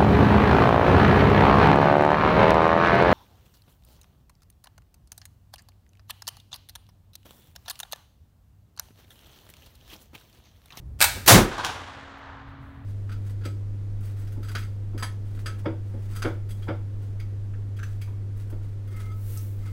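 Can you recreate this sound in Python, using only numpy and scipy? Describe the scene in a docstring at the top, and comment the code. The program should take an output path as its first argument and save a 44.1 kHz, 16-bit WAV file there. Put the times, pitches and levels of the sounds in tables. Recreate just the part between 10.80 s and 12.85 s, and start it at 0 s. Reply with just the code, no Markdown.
"""A flintlock musket on an outdoor range

Steel parts clatter in the lock, the priming fizzes, and a quarter second later the charge roars and
excites the resonances of a wooden shelter. A metal fitting rings on, sharp cracks come from downrange
and echoes roll back over a low rumble. A limiter ducks at the blast and slowly recovers."""
import sys
import numpy as np
from scipy import signal
from scipy.fft import rfft, irfft
from scipy.io import wavfile
from scipy.ndimage import uniform_filter1d

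SR = 44100
rng = np.random.default_rng(int(sys.argv[2]) if len(sys.argv) > 2 else 0)


def master(y):
    """Save y as 16-bit WAV."""
    cut = np.clip(np.atleast_2d(y).T, -1, 1)
    pcm = np.round(cut * 32767)  # scale
    wavfile.write(sys.argv[1], SR, pcm.astype(np.int16))


N = 90404
TIME = np.arange(N) / SR
HZ = np.fft.rfftfreq(N, 1 / SR)
FIRE_S, PEAK_S = .474, .5575  # onset and peak of the roar
EDGE_HZ = 15950


def amp(db):
    """Amplitude ratio of a level in decibels."""
    return 10 ** (np.asarray(db) / 20)


def unit(x):
    """Normalisation to rms 1."""
    return x / np.sqrt(np.mean(x ** 2) + 1e-20)


def curve_at(points, hz):
    """Interpolation on a log-frequency axis."""
    f, value = np.transpose(points)
    return np.interp(np.log(hz + 1), np.log(f + 1), value)


def noise(spectrum):
    """Spectral shaping of white noise, at rms 1."""
    return unit(irfft(rfft(rng.standard_normal(N)) * amp(curve_at(spectrum, HZ)), N))


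def burst(start, rise, t60):
    """Linear attack, then exponential decay by 60 dB in t60 seconds."""
    age = TIME - start
    return np.clip(age / rise, 0, 1) * np.exp(-np.log(1000) * np.maximum(age - rise, 0) / t60)


def swells(rows):
    """Joint envelope of incoherent bursts: their powers add."""
    return np.sqrt(sum((amp(db) * burst(start, rise, t60)) ** 2 for start, db, rise, t60 in rows))


def impacts(rows, spectrum, rise_s=.0003):
    """Impulsive excitation: noise bursts with a steep attack."""
    return noise(spectrum) * swells((start, db, rise_s, t60) for start, db, t60 in rows)


# analysis bands (centre frequency [Hz])
BAND_CENTRES = [40, 85, 175, 350, 700, 1400, 2800, 5600, 9800, 14000]
def bands():
    """A filter bank splits white noise into overlapping bands."""
    white = rfft(rng.standard_normal(N)) * (HZ > BAND_CENTRES[0] * .5) * (HZ < EDGE_HZ)
    shares = [np.interp(np.log(HZ + 1), np.log(BAND_CENTRES), row) for row in np.eye(len(BAND_CENTRES))]
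    return [irfft(white * np.sin(np.pi / 2 * share) ** 2, N) for share in shares]


# the roar as heard, a row per band (peak level [dB], growth rate [dB/s], T60 [s])
ROAR_BANDS = [(-8.5, 600, .4), (-0.5, 599, .3), (3, 479.5, .3), (4, 439.5, .32), (5, 341, 0.25),
              (4, 290.5, .285), (2, 269, 0.22), (2.5, 225, 0.2), (-1, 204, .21), (-3.5, 174, .19)]
def roar(onset_s=.0099, crest_s=.013):
    """Exponential envelopes: the roar as heard swells quickly from bright hiss to deep boom, then dies."""
    age = TIME - PEAK_S
    after = crest_s * np.logaddexp(0, age / crest_s)  # a soft knee rounds the crest
    before = after - age
    knee = crest_s * np.log(2)
    out = np.zeros(N)
    for (db, growth, t60), band in zip(ROAR_BANDS, bands()):
        swell = amp(db - growth * (before - knee))
        decay = np.exp(-np.log(1000) * (after - knee) / t60)
        out += unit(band) * swell * decay
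    return out * np.clip((TIME - FIRE_S) / onset_s, 0, 1)


# shelter resonances (frequency [Hz], level [dB], peak time [s], rise [s], T60 [s])
SHELTER_MODES = [(41, 4, .575, .02, 0.46), (112, 13.5, .541, .011, .2), (158, 10, .56, 0.012, 0.2),
                 (187, 14.5, .555, 0.01, .15), (210, 2, .63, 0.02, 0.14), (338, 3.5, .62, .025, 0.19),
                 (368, 1.5, .59, 0.025, 0.37), (383.7, 5.5, .565, .02, 0.28), (520, -1.5, .55, 0.0249, .35),
                 (754, -4.5, .55, .025, .35)]
def shelter_boom():
    """Resonance: the blast builds up the shelter's low modes, which then decay freely."""
    out = np.zeros(N)
    for hz, db, peak, rise, t60 in SHELTER_MODES:
        age = TIME - peak
        swell = np.exp(-.5 * (np.minimum(age, 0) / rise) ** 2)
        decay = np.exp(-np.log(1000) * np.maximum(age, 0) / t60)
        out += amp(db) * swell * decay * np.sin(2 * np.pi * hz * age)
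    return out


# muzzle bark (frequency [Hz], relative density [dB])
BARK_SPECTRUM = [(300, -21), (900, -3.5), (1400, 1), (2100, -0.5), (3000, -15.5), (8000, -34.5)]
def muzzle_bark():
    """A midrange transient as the charge leaves the muzzle, just ahead of the boom."""
    return amp(-4.5) * burst(start=.497, rise=.005, t60=.1) * noise(BARK_SPECTRUM)


# trigger, sear, flint on steel, pan cover, cock on its stop (time [s], level [dB], T60 [s])
LOCK_IMPACTS = [(0.1897, -48, .05), (.1953, -41, 0.066), (0.2051, -17, .032), (0.2131, -9.5, .065),
                (.2238, -7, 0.04), (.241, -11.5, 0.066)]
# clatter (frequency [Hz], relative density [dB])
LOCK_SPECTRUM = [(150, -46), (420, -24), (550, -1), (800, -1), (1150, -6), (1500, 4.5), (1900, -2.5),
                 (2400, 2), (2900, -4.5), (4000, -0.5), (6800, -6), (8200, -1.5), (9200, -1.5),
                 (10000, -11), (12500, -4), (16000, -7.5)]
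# ringing steel (frequency [Hz], relative level [dB], T60 [s])
STEEL_MODES = [(804, -31, .25), (947, -28.5, .25), (1408, -30, 0.26), (1658, -29.5, 0.3), (2218, -29, .3),
               (2320, -26.5, .25), (2580, -24.5, .16), (2637, -26.5, .2), (3980, -24.5, .19),
               (5841, -30.5, .15), (8274, -23, 0.09), (9071, -26, .14)]
def lock(ring_db=-2, room_db=-9, ring_rise_s=.001):
    """Impact excitation: steel parts strike in quick succession and ring in their normal modes."""
    clatter = impacts(LOCK_IMPACTS, LOCK_SPECTRUM)
    hardest_db = max(db for _, db, _ in LOCK_IMPACTS)
    ring = np.zeros(N)
    for hz, mode_db, t60 in STEEL_MODES:
        envelope = swells((start, db - hardest_db, ring_rise_s, t60) for start, db, _ in LOCK_IMPACTS)
        ring += amp(mode_db) * envelope * np.sin(2 * np.pi * (hz * TIME + rng.random()))
    return clatter + amp(ring_db) * ring + amp(room_db) * shelter_reverb(clatter)


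# pan flash, touch hole, first jet (time [s], level [dB], rise [s], T60 [s])
POWDER_SPURTS = [(.25, -43, .1, .7), (.461, -24.5, .002, .25), (.4725, -18.5, .003, .1),
                 (.4765, -3.5, 0.0048, .08)]
# the spurts and a low puff (frequency [Hz], relative density [dB])
SPURT_SPECTRUM = [(40, -16), (120, -3), (200, 4.5), (700, 0.5), (1500, 4), (3000, -1), (4500, 2.5),
                  (7000, 0.5), (10000, -2.5), (13000, 1.5), (16000, 0.5)]
PUFF_SPECTRUM = [(80, -16), (230, 3.5), (360, -4), (600, -6.5), (1500, -25.5), (6000, -60)]
def priming():
    """Combustion and jet noise: powder flashes in the pan, then gas jets out ever harder."""
    fizz = swells(POWDER_SPURTS) * noise(SPURT_SPECTRUM)
    puff = amp(-40) * burst(start=.345, rise=.025, t60=.26) * noise(PUFF_SPECTRUM)
    return fizz + puff


# reports from downrange (time [s], level [dB], T60 [s])
CRACK_ARRIVALS = [(.7836, -11.5, .01), (.8478, 5, .01), (.852, -6, .055), (.865, -6, .02)]
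# their timbre (frequency [Hz], relative density [dB])
CRACK_SPECTRUM = [(200, -23), (900, 0), (3000, 1.5), (6000, -2), (9000, -10), (15000, -20.5)]
def cracks(room_db=-5.5):
    """Propagation delay: sharp reports, probably the ball striking, arrive after the shot."""
    direct = impacts(CRACK_ARRIVALS, CRACK_SPECTRUM)
    return direct + amp(room_db) * shelter_reverb(direct)


# reverberation time of the shelter (frequency [Hz], T60 [s])
SHELTER_T60 = [(200, .4), (900, 0.43), (2300, 0.58), (5000, .42), (9000, 0.41), (15000, .27)]
def shelter_reverb(x, rise_s=.008):
    """Diffuse reflection under the roof: convolution with a decaying noise response."""
    tail = sum(band * burst(0, rise_s, curve_at(SHELTER_T60, hz))
               for hz, band in zip(BAND_CENTRES, bands()))
    return signal.fftconvolve(x, tail / np.linalg.norm(tail))[:N]


# reverberation of the range, a row per band (level [dB], T60 [s])
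ROLL_BANDS = [(-30.5, 2), (-18.5, 2.12), (-26.5, 2.12), (-27, 2.6), (-18, 2.31), (-14.5, 2.265),
              (-18, 1.946), (-21, 1.404), (-30, 1.04), (-42, .8)]
# echoes from the banks and late low rumbles (time [s], level [dB], rise [s], T60 [s])
BANK_ECHOES = [(.708, -9, .012, 0.43), (.776, -6.5, 0.0072, 0.83), (.825, -7.5, 0.024, 0.28),
               (.885, -14, 0.0094, 0.23), (1.06, -28, .025, .7)]
LATE_RUMBLES = [(1.42, -33.5, 0.16, 3.9), (1.76, -33, 0.051, 0.34)]
# banks, far end and rumbles (frequency [Hz], relative density [dB])
BANK_SPECTRUM = [(30, -17), (90, 4), (170, -13.5), (330, -7), (600, -8.5), (760, -0.5), (1050, 2.5),
                 (1350, -4), (1600, -1), (2000, -16), (3500, -11), (7000, -27), (10000, -34), (15000, -50)]
FAR_SPECTRUM = [(200, -23), (550, -17.5), (800, -0.5), (1100, 2.5), (1750, -4), (2150, -16), (4000, -21.5),
                (6000, -37), (8000, -58)]
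RUMBLE_SPECTRUM = [(20, -30), (36, -3), (60, -1.5), (95, 2), (140, 4), (180, -25), (300, -17), (800, -48),
                   (3000, -77.5)]
def range_echoes(flutter_db=1.14, flutter_s=.006):
    """Echo delay grows with path length: near banks answer first, then the far end, then low rumbles."""
    flutter = unit(uniform_filter1d(rng.standard_normal(N), round(flutter_s * SR)))
    roll = sum(amp(db) * unit(band) * burst(FIRE_S, PEAK_S - FIRE_S, t60)
               for (db, t60), band in zip(ROLL_BANDS, bands()))
    near = noise(BANK_SPECTRUM) * swells(BANK_ECHOES)
    far = noise(FAR_SPECTRUM) * amp(-31.5) * burst(start=1.194, rise=.27, t60=1.44)
    rumble = noise(RUMBLE_SPECTRUM) * swells(LATE_RUMBLES)
    return (roll + near + far) * amp(flutter_db * flutter) + rumble


# metal fitting (frequency [Hz], level [dB], T60 [s])
FITTING_MODES = [(231.5, -46.5, 30), (274.5, -31, 9)]
def fitting_ring():
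    """Lightly damped vibration: a metal fitting shaken by the blast rings on."""
    return sum(amp(db) * burst(FIRE_S, PEAK_S - FIRE_S, t60) * np.sin(2 * np.pi * hz * TIME)
               for hz, db, t60 in FITTING_MODES)


# sleeve and sling (time [s], level [dB], rise [s], T60 [s])
RUSTLES = [(1.378, -56, .003, .12), (1.66, -66, 0.029, .3), (1.78, -65, .05, 1.3)]
# their timbre (frequency [Hz], relative density [dB])
RUSTLE_SPECTRUM = [(500, -10), (3000, -2), (16000, -2)]
def rustle():
    """Friction noise: sleeve and sling rustle faintly as the musket comes down."""
    return swells(RUSTLES) * noise(RUSTLE_SPECTRUM)


# outdoor background (frequency [Hz], relative density [dB])
AMBIENT_SPECTRUM = [(15, -41), (25, -20.5), (35, -11), (60, -2.5), (95, -0.5), (150, -17.5), (300, -26.5),
                    (700, -41.5), (1500, -50.5), (3000, -58.5), (7000, -62), (15000, -64.5)]
def ambience():
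    """Stationary noise: a low outdoor rumble."""
    return amp(-38.5) * noise(AMBIENT_SPECTRUM)


def scene():
    """Superposition of the shot, its surroundings and its echoes in one channel."""
    shot = muzzle_bark() + lock() + priming() + roar() + shelter_boom() + fitting_ring()
    return (shot + ambience() + rustle() + range_echoes() + cracks())[None]


def record(dry, threshold_db=-8, recovery_db_per_s=13, window_s=.0097):
    """Limiting: the gain ducks at once and recovers slowly; soft clipping and a low-pass follow."""
    power = uniform_filter1d(dry[0] ** 2, round(window_s * SR))
    over_db = np.maximum(10 * np.log10(abs(power) + 1e-12) - threshold_db, 0)
    recovery = recovery_db_per_s * TIME
    duck_db = np.maximum.accumulate(over_db + recovery) - recovery
    limited = dry * amp(-uniform_filter1d(duck_db, size=64))
    rounded = limited / (1 + limited ** 6) ** (1 / 6)
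    lowpass = signal.firwin(511, EDGE_HZ, window=("kaiser", 9), fs=SR)
    return signal.oaconvolve(rounded, lowpass[None], "same")


dry = scene()
out = record(dry)
master(out)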